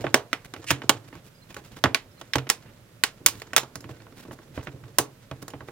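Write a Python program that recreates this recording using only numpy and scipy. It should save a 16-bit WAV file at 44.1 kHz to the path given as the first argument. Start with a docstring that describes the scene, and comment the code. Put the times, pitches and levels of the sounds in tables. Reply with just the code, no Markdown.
"""Quiet room, large plastic tub: fingers and steel tweezers pry and snap the lid of a small plastic box in it.
Blows are noise cracks, panel clatter and modal ringing, shaped by a colour per blow; pushes thud the tub.
Rubbing is clumped random slips through the panel modes over a rumble; scuffs are swells of coloured noise.
A lid slip swells as dense clicks; whistles are short sagging tones; floor noise lies under everything.
The two-port microphone is close and clips on the hardest blows."""
import sys
import numpy as np
from scipy import signal
from scipy.fft import rfft, irfft, next_fast_len
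from scipy.io import wavfile
from scipy.ndimage import uniform_filter1d

SR = 44100
rng = np.random.default_rng(int(sys.argv[2]) if len(sys.argv) > 2 else 0)


def transcribe(u):
    """Save the signal u as a 16-bit wav file named by the first command-line argument.

    u: samples, shape (n,) or (channels, n), limited to [-1, 1]; the rate is SR.
    q: integer samples, one column per channel.
    """
    v = np.clip(np.atleast_2d(u).T, -1, 1)
    q = np.round(v * 32767).astype(np.int16)
    wavfile.write(sys.argv[1], SR, q)


def how_loud(loudness_db):
    """Turn decibels into a plain amplitude multiplier (0 dB gives 1, 20 dB gives 10)."""
    steps = np.asarray(loudness_db, float) / 20
    return 10 ** steps


N = 251811
PADDED_N = next_fast_len(N + 64, real=True)

# room and microphone noise: f/Hz, relative spectral level/dB
FLOOR_SPECTRUM = [(15, -43), (25, 4.5), (59, -11), (130, 0), (190, -8), (263, -8), (309, -18.5),
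                  (575, -11.5), (734, -21), (1480, -20.5), (8590, -31.5), (13600, -30.5), (16000, -35.5)]
# left-right correlation of diffuse sound: f/Hz, correlation/1
DIFFUSE_LIKENESS = [(60, 1), (180, 0.93), (550, 0.44), (1650, 0.21), (4970, -0.42), (15000, 0.48)]
# left-right correlation of near sound: f/Hz, correlation/1
NEAR_LIKENESS = [(150, 0.99), (700, 0.78), (3000, 0.47), (9000, 0.54)]
# port balance: f/Hz, left minus right/dB
PORT_TILT = [(60, -3.5), (300, -2.5), (1000, -4), (3000, -5.5), (14000, -4.5)]
# decay of tub walls and room: f/Hz, t60/s
ROOM_T60 = [(120, 0.12), (300, 0.3), (700, 0.3), (2000, 0.18), (5000, 0.15), (13000, 0.11)]
# work of the hands on the box: t/s, level/dB
HAND_EFFORT = [(0.0, -34), (0.19, -55.5), (0.35, -64), (0.62, -50), (0.94, -44.5), (1.19, -59), (1.46, -72),
               (1.62, -55), (2.0, -63), (2.4, -54.5), (2.72, -60.5), (2.94, -65.5), (3.34, -50),
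               (3.7, -57.5), (3.86, -48), (4.18, -60), (4.69, -49.5), (5.2, -63), (5.71, -49.5)]
# rubbing hiss: f/Hz, relative spectral level/dB
RUB_SPECTRUM = [(240, -33), (400, -0.5), (1510, -2), (2710, -8), (3750, -6), (6540, -9.5), (7510, -6),
                (16000, -53)]
# tub floor rumble resonances: f/Hz, width/Hz, level per pass/dB
RUMBLE_MODES = [(73.5, 40, -15.5), (114, 25, 1), (250, 290, -5.5), (328, 75, -12.5)]
# modes of box and tub: f/Hz, relative level/dB, t60/s
BODY_MODES = [(55, -19.5, 0.09), (87.5, -3.5, 0.089), (111, -13.5, 0.26), (129.6, -3.5, 0.22),
              (258.4, 2.5, 0.064), (288, 4, 0.076), (352, 3.5, 0.07), (414, -8.5, 0.2), (466.4, -7.5, 0.21),
              (562, -3, 0.066), (642.5, -2.5, 0.084), (730, -1, 0.0077), (823.5, -7, 0.11),
              (928, 0.5, 0.034), (1110, 2.5, 0.061), (1347, 5, 0.028), (1524, 7.5, 0.025),
              (1726, -3.5, 0.046), (1848, 11.5, 0.0087), (2063, -4.5, 0.028), (2380, 2, 0.01),
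              (2944, -2, 0.047), (3745, 10.5, 0.0057), (5330, 7.5, 0.019), (6530, 10, 0.0087)]
# modes of the tweezers: f/Hz, relative level/dB, t60/s
STEEL_MODES = [(5350, -3, .07), (6460, -2, .08), (6840, 0, .16), (6900, -2, .14), (7330, -3, .08),
               (9280, 0, .07), (9560, -3, .08), (9960, -3, .12), (11180, -4, .06)]
# fingers scuffing the lid: t/s, length/s, level/dB, tick near 9 kHz/dB
SCUFFS_TABLE = [(0, 0.032, -40, -9), (0.442, 0.026, -45, -9), (0.557, 0.067, -55.5, -9),
                (1.072, 0.023, -50, -10.5), (1.113, 0.1, -49, -18), (1.236, .06, -53, -3),
                (1.482, 0.06, -49.5, -11), (1.553, 0.062, -48, -12), (1.631, 0.068, -53, -6),
                (1.707, 0.045, -48.5, -12), (1.748, 0.055, -48.5, -9), (2.161, 0.0406, -58.5, -30),
                (2.19, 0.023, -52.5, -3), (2.63, 0.099, -52.5, -39), (3.29, 0.13, -50.5, -3.5),
                (3.499, 0.023, -52.5, -24.5), (3.92, 0.07, -59.5, -17), (3.893, 0.036, -48.5, -12.5),
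                (4.152, 0.076, -47, -6.5), (4.221, 0.026, -48, -8), (4.308, 0.046, -52, 1),
                (4.532, 0.066, -47.5, -9.5), (4.578, 0.05, -45.5, -27), (4.627, 0.034, -52.5, 4.5),
                (4.657, 0.048, -44, -33.5), (5.414, 0.022, -44.5, -3.5), (5.671, 0.032, -51.5, -7)]
# blows: t/s, relative strength/dB, knock near 600 Hz/dB, tick near 9 kHz/dB, contact decay constant/ms
BLOWS_TABLE = [(0.0406, -25, 14.5, -30.5, 13), (0.0671, -15.5, -9.5, -41.5, 1),
               (0.1427, -3.5, -1.5, -14.5, 1.5), (0.33, -11.5, -11, -22.5, 0.96),
               (0.447, -36.5, -23.5, -20, 2), (0.5377, -24.5, -8, -22.5, 2.3), (0.563, -32, -6, -27, 2.1),
               (0.6418, -34.5, 0.5, -16, 4.1), (0.7057, -5, -17.5, -22.5, 0.5),
               (0.7104, -19.5, 4, -5.5, 4.3), (0.8189, -24, -12, -28.5, 0.49), (0.837, -37, 8, -29, 0.45),
               (0.8936, -2, -7, -15, 4.5), (1.1275, -35.5, 0, -51, 2.1), (1.1527, -41, 5.5, -19, 2.9),
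               (1.504, -52, -9, -16.5, 1.09), (1.5436, -35.5, -14.5, -13, 2.3),
               (1.5661, -27.5, -3, -17.5, 0.44), (1.7684, -33, -6, -18.5, 0.51),
               (1.8393, -4.5, -3, -24.5, 1.2), (1.8576, -13.5, 1.5, -33.5, 1.3),
               (1.946, -6.5, -16.5, -20, 1.1), (2.2128, -28, -6, -21, 3.2), (2.3347, -10.5, -33, -24, 0.22),
               (2.3556, -12.5, 2, -19, 4.5), (2.3835, -18, -16.5, -26, 0.72),
               (2.4692, -27.5, -8, -38.5, 5.5), (2.4915, -22.5, -29.5, -13.5, 0.89),
               (2.4999, -6.5, -18, -12, 1), (3.037, -5.5, -17.5, -15, 1.2), (3.2617, -5, -19.5, -5.5, 1.7),
               (3.285, -25.5, -14, -6.5, 2.2), (3.3987, -44, -23, -7, 1.1),
               (3.4183, -23.5, -15.5, -22.5, 3.5), (3.5331, -20, -7, -21, 0.43),
               (3.5635, -6.5, -12, -8.5, 0.73), (3.5789, -10.5, -10.5, -17.5, 4.5),
               (3.6324, -33, 1.5, -14.5, 0.98), (3.7556, -32, -5, -8, 1.5), (3.806, -48.5, -6, 0.5, 0.55),
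               (3.8421, -34, -11.5, -25.5, 0.97), (3.8912, -39.5, 10.5, -19, 8),
               (4.0023, -41, -6, -32, 1.5), (4.067, -39.5, -2.5, -37, 1.5), (4.124, -42.5, -1, -22, 1),
               (4.2516, -38.5, 4, -28, 3.5), (4.2827, -50.5, 18.5, -14, 1.9), (4.3099, -31.5, 3, -39, 1.4),
               (4.33, -41.5, 7, -7.5, 1.3), (4.3892, -39, -4, -26, 1.5), (4.4172, -46, -2, -27, 1.5),
               (4.576, -27, 9, -39, 1.4), (4.6702, -24, -4, -42, 8.3), (4.8376, -35.5, -8, -41, 4.5),
               (4.985, -12.5, -6.5, -2, 0.89), (5.3129, -24, -5, -27.5, 1.28), (5.425, -39, 5.5, -7.5, 4.5),
               (5.4808, -38, 0, -3.5, 1.2), (5.503, -39, -17, -15, 1.5), (5.5359, -27.5, -1.5, -42, 0.42),
               (5.6063, -33.5, 4, -44, 1.2), (5.6855, -30.5, 2, -44, 0.77)]
# centres of thump, knock, crack, tick: f/Hz
COLOUR_HZ = [150, 600, 2500, 9000]
# answer of those four to any blow: relative level/dB
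COLOUR_DB = [31.1, 14.77, 7.4, 17.26]
# dense clatter of the panels: f/Hz, t60/s
CLATTER_T60 = [(150, 0.046), (600, 0.095), (2500, 0.044), (9000, 0.027)]
# box pushed down on the tub floor: t/s, peak level/dB, push/ms
THUDS_TABLE = [(0.042, -25.5, 1.7), (0.07, -36, 3.4), (.709, -22.5, 3.24), (0.896, -29, 2.6),
               (1.84, -21, 2.5), (1.847, -25.5, 4.7), (1.859, -22, 2.94), (2.355, -22, 4.9),
               (2.359, -31, 2.2), (2.386, -31.5, 5.3), (3.26, -44, 9.3), (3.535, -42.5, 1.6),
               (3.757, -37, 3), (3.845, -37, 2.6), (3.893, -38, 3.6), (4.285, -39, 4.3), (4.504, -43, 4.1),
               (4.569, -30, 11.4), (4.674, -34.5, 3.2), (4.741, -37.5, 3.7), (4.829, -38.5, 5.9),
               (4.99, -20, 0.98), (5.312, -32, 5.2), (5.428, -42, 3.2), (5.539, -36, 4.6),
               (5.609, -39, 6.5), (5.685, -48, 2.2)]
# lid edge resonances: f/Hz, width/Hz, level per pass/dB
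SLIP_MODES = [(2640, 1500, 0.5), (4630, 2200, -13.5), (7250, 6000, -4)]
# faint whistles: t/s, length/s, starting f/Hz, peak level/dB
WHISTLES_TABLE = [(1.34, .035, 5000, -60), (1.375, .025, 4900, -61), (1.412, .035, 4200, -55),
                  (2.105, .03, 5300, -61), (2.17, .03, 4200, -58), (3.91, .085, 1570, -58),
                  (3.985, .035, 4350, -63)]


def evened(x):
    """Scales to rms 1."""
    return x / np.sqrt(np.mean(x ** 2) + 1e-20)


def smooth_noise(size, span):
    """Moving average of white noise, at rms 1."""
    return evened(uniform_filter1d(rng.standard_normal(size), span))


def read(points, hz):
    """Interpolates a table on a log-frequency axis."""
    f, value = np.transpose(points)
    return np.interp(np.log(hz + 1), np.log(f + 1), value)


def coloured(x, points):
    """Filters by a spectrum in dB."""
    size = next_fast_len(x.shape[-1], real=True)
    gain = how_loud(read(points, np.fft.rfftfreq(size, 1 / SR)))
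    return irfft(rfft(x, size) * gain, size)[..., :x.shape[-1]]


def paired(size, points):
    """Two noises, correlated by frequency as the table says."""
    a, b = rfft(rng.standard_normal((2, size)))
    same = np.clip(read(points, np.fft.rfftfreq(size, 1 / SR)), -1, 1)
    return irfft(np.array([a, same * a + np.sqrt(1 - same ** 2) * b]), size)


def resonate(x, modes):
    """Sum of parallel two-pole resonances."""
    out = np.zeros_like(x)
    for hz, width_hz, db in modes:
        b, a = signal.iirpeak(hz, hz / width_hz, SR)
        out += how_loud(db) * signal.lfilter(b, a, x)
    return out


def ringing(modes, t):
    """One exponentially dying sine per mode."""
    hz, db, t60_s = np.transpose(modes)[:, :, None]
    return how_loud(db - 60 * t / t60_s) * np.sin(2 * np.pi * hz * t)


def decaying(noise, *layers):
    """Decays each noise band by summed power layers: (t60 table, level/dB, build-up/s)."""
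    hz, t, z = signal.stft(noise, SR, nperseg=128)
    power = 0
    for t60s, db, build_s in layers:
        fall = how_loud(2 * db - 120 * t / read(t60s, hz)[:, None])
        power = power + fall * (1 - np.exp(-t / build_s)) ** 2
    return signal.istft(z * np.sqrt(power), SR, nperseg=128)[1][:, :noise.shape[1]]


def floor():
    """Room tone and microphone hiss: coloured noise, most alike in both ports in the bass."""
    level_db = -53.5
    noise = coloured(paired(PADDED_N, DIFFUSE_LIKENESS), FLOOR_SPECTRUM)
    return how_loud(level_db) * evened(noise)[:, :N]


def rubbing():
    """Clumped slips of skin on plastic ring the panels; the tub floor rumbles with the same effort."""
    hiss_db, hiss_share, mean_effort_db = -64.5, 0.77, -55
    slips_per_s = 5000
    clumps = how_loud(6.6 * smooth_noise(N, 700))
    slips = (rng.random(N) < slips_per_s / SR) * rng.standard_normal(N)
    slips = slips * how_loud(1.4 * rng.exponential(1, N)) * clumps
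    # width 7 / t60: broader than the freely ringing mode
    panel_modes = [(hz, 7 / t60_s, db) for hz, db, t60_s in BODY_MODES if hz > 400]
    panels = resonate(slips, panel_modes)
    hiss = evened(coloured(evened(slips) + 0.17 * evened(panels), RUB_SPECTRUM))

    t_s, level_db = np.transpose(HAND_EFFORT)
    effort_db = np.interp(np.arange(N) / SR, t_s, level_db)
    lumpy = rng.standard_normal(N) * how_loud(4.5 * smooth_noise(N, 900))
    rumble = evened(resonate(resonate(lumpy, RUMBLE_MODES), RUMBLE_MODES))
    # hiss follows the hands by its share only
    hiss_level_db = hiss_db + hiss_share * (effort_db - mean_effort_db)
    return hiss * how_loud(hiss_level_db) + rumble * how_loud(effort_db)


def room(x):
    """Tub walls and room: convolves the steady sounds with a decaying noise tail."""
    level_db, build_s = -9.5, 0.003
    tail = decaying(paired(10240, DIFFUSE_LIKENESS), (ROOM_T60, 0, build_s))
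    tail = tail / np.linalg.norm(tail[0])
    return how_loud(level_db) * signal.fftconvolve(x[None], tail, axes=1)[:, :N]


def scuffs():
    """Fingers scuff the lid: soft swells of grainy coloured noise."""
    out = np.zeros((2, N + 8192))
    for start_s, length_s, db, tick_db in SCUFFS_TABLE:
        size = 2 * round(length_s * SR / 2)
        grain = how_loud(2.5 * smooth_noise(8192, 150))[:size]
        colour = [(150, 14), (600, 1.5), (2500, 0), (9000, tick_db), (16000, tick_db - 3)]
        noise = evened(coloured(paired(8192, NEAR_LIKENESS), colour))[:, :size]
        swell = signal.windows.tukey(size, 0.7)
        out[:, round(start_s * SR):][:, :size] += how_loud(db) * noise * grain * swell
    return out[:, :N]


def blow_filter(thump_db, knock_db, tick_db, hz):
    """Minimum-phase colour of one blow: nothing sounds before the contact."""
    centres = zip(COLOUR_HZ, np.add(COLOUR_DB, [thump_db, knock_db, 0, tick_db]))
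    colour = [(40, thump_db), *centres, (16000, tick_db + 10.5)]
    log_gain = np.log(how_loud(read(colour, hz)))
    # each spot on the box has its own broad colour
    humps = uniform_filter1d(uniform_filter1d(rng.standard_normal(len(hz)), 160), 160)
    log_gain += 0.18 * evened(humps)
    circle = np.concatenate([log_gain, log_gain[-2:0:-1]])
    return np.exp(np.conj(signal.hilbert(circle)))[:len(hz)]


def blows():
    """A contact cracks, clatters through the panels, rings the modes and dies away in tub and room."""
    ring_db, steel_db, crack_db, clatter_db, tail_db = -10.5, -14, 10, 3, -10.5
    size, crack_size = 10240, 2048
    out = np.zeros((2, N + size))
    t, hz = np.arange(size) / SR, np.fft.rfftfreq(size, 1 / SR)
    crack_t = t[:crack_size]
    body, steel = ringing(BODY_MODES, t), ringing(STEEL_MODES, t)
    # the low tub floor answers steadily, small panels by the spot struck
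    fickle = np.clip(np.transpose(BODY_MODES)[0] / 400, 0, 1)
    for start_s, db, knock_db, tick_db, contact_ms in BLOWS_TABLE:
        # dull and light blows put the larger share into the tub
        thump_db = -30 + 0.97 * knock_db - 0.39 * db

        place = rng.uniform(-0.67, 1, len(BODY_MODES))
        grip = rng.uniform(-0.56, 1, len(STEEL_MODES))
        answer = 1 - fickle + fickle * np.sign(place) * (0.28 + abs(place))
        ring = how_loud(ring_db) * answer @ body
        ring += how_loud(steel_db + 0.6 * tick_db) * grip @ steel  # bright blows are steel on the rim

        rise_s = 0.00006 * how_loud(-0.6 * db)  # light touches are fingertips and set in slowly
        shape = (1 - np.exp(-crack_t / rise_s)) * np.exp(-crack_t * 1000 / max(contact_ms, 0.1))
        crack = np.zeros((2, size))
        crack[:, :crack_size] = how_loud(crack_db) * paired(crack_size, NEAR_LIKENESS) * shape
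        crack[:, 0] -= 2.6 * how_loud(0.23 * db)  # one sharp push, larger in hard blows

        clatter = decaying(paired(size, NEAR_LIKENESS),
                           (CLATTER_T60, clatter_db, 0.0008), (ROOM_T60, tail_db, 0.007))
        causal = blow_filter(thump_db, knock_db, tick_db, hz)
        sound = rfft(ring + crack + clatter) * causal
        # the blow's energy is set, its detail is chance
        sound *= np.linalg.norm(causal) / np.linalg.norm(sound[0])
        out[:, round(start_s * SR):][:, :size] += how_loud(db + 16.5) * irfft(sound, size)
    return out[:, :N]


def thuds():
    """A soft sine-squared push rings the body modes from below; longer pushes favour the lowest."""
    out = np.zeros(N + 12000)
    signs = (-1.) ** np.arange(len(BODY_MODES))  # neighbours swing opposite
    answer = signs @ ringing(BODY_MODES, np.arange(11000) / SR)
    for start_s, db, push_ms in THUDS_TABLE:
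        push_size = max(round(push_ms * SR / 1000), 3)
        push = np.sin(np.linspace(0, np.pi, push_size)) ** 2
        sound = signal.fftconvolve(answer, push)
        out[round(start_s * SR):][:len(sound)] += how_loud(db) * sound / np.abs(sound).max()
    return out[:N]


def slip():
    """Dense stick-slip clicks swell as the lid edge slides out of its catch, and stop as it comes free."""
    start_s, free_s, onset_s = 0.664, 0.706, 0.008
    peak_db, swell_db_per_s, fall_db_per_s = -28, 306.5, 1402
    clicks_per_s = 5000
    clicks = (rng.random(N) < clicks_per_s / SR) * rng.standard_normal(N)
    t = np.arange(N) / SR
    level_db = peak_db + np.minimum(swell_db_per_s * (t - free_s), -fall_db_per_s * (t - free_s))
    onset = np.clip((t - start_s) / onset_s, 0, 1)
    edge = evened(resonate(resonate(clicks, SLIP_MODES), SLIP_MODES))
    return edge * onset * how_loud(level_db)


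def whistles():
    """Short sines, fuzzy by random phase, sagging a little in pitch."""
    out = np.zeros(N)
    for start_s, length_s, hz, db in WHISTLES_TABLE:
        t = np.arange(0, length_s, 1 / SR)
        waver = np.cumsum(rng.standard_normal(len(t))) * 0.035
        tone = np.sin(2 * np.pi * hz * t * (1 - 0.39 * t) + waver)
        out[round(start_s * SR):][:len(t)] += how_loud(db) * np.hanning(len(t)) * tone
    return out


def scene():
    """Sums the layers; sound reaches the left port first but is louder in the right."""
    left_lead_s = 50e-6
    steady = rubbing() + slip() + whistles() + thuds()
    mix = blows() + scuffs() + steady + room(steady) + floor()
    left, right = rfft(mix, PADDED_N)
    hz = np.fft.rfftfreq(PADDED_N, 1 / SR)
    tilt = how_loud(read(PORT_TILT, hz) / 2)
    delay = np.exp(-2j * np.pi * hz * left_lead_s)
    return irfft(np.array([left * tilt, right / tilt * delay]), PADDED_N)[:, :N]


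def low_pass(x):
    """Removes everything above the highest recorded frequency."""
    return signal.sosfilt(signal.butter(12, 16440, fs=SR, output="sos"), x)


def record(dry):
    """Microphone: bass cut, hard overload, band limit."""
    bass_cut = signal.butter(2, 45, "high", fs=SR, output="sos")  # the capsule loses deep bass
    band_limit = signal.firwin(255, 16300, window=("kaiser", 7), fs=SR)
    overloaded = np.clip(signal.sosfilt(bass_cut, dry), -1, 1)
    mix = signal.oaconvolve(overloaded, band_limit[None], "same", axes=1)
    return low_pass(mix)


dry = scene()
out = record(dry)
transcribe(out)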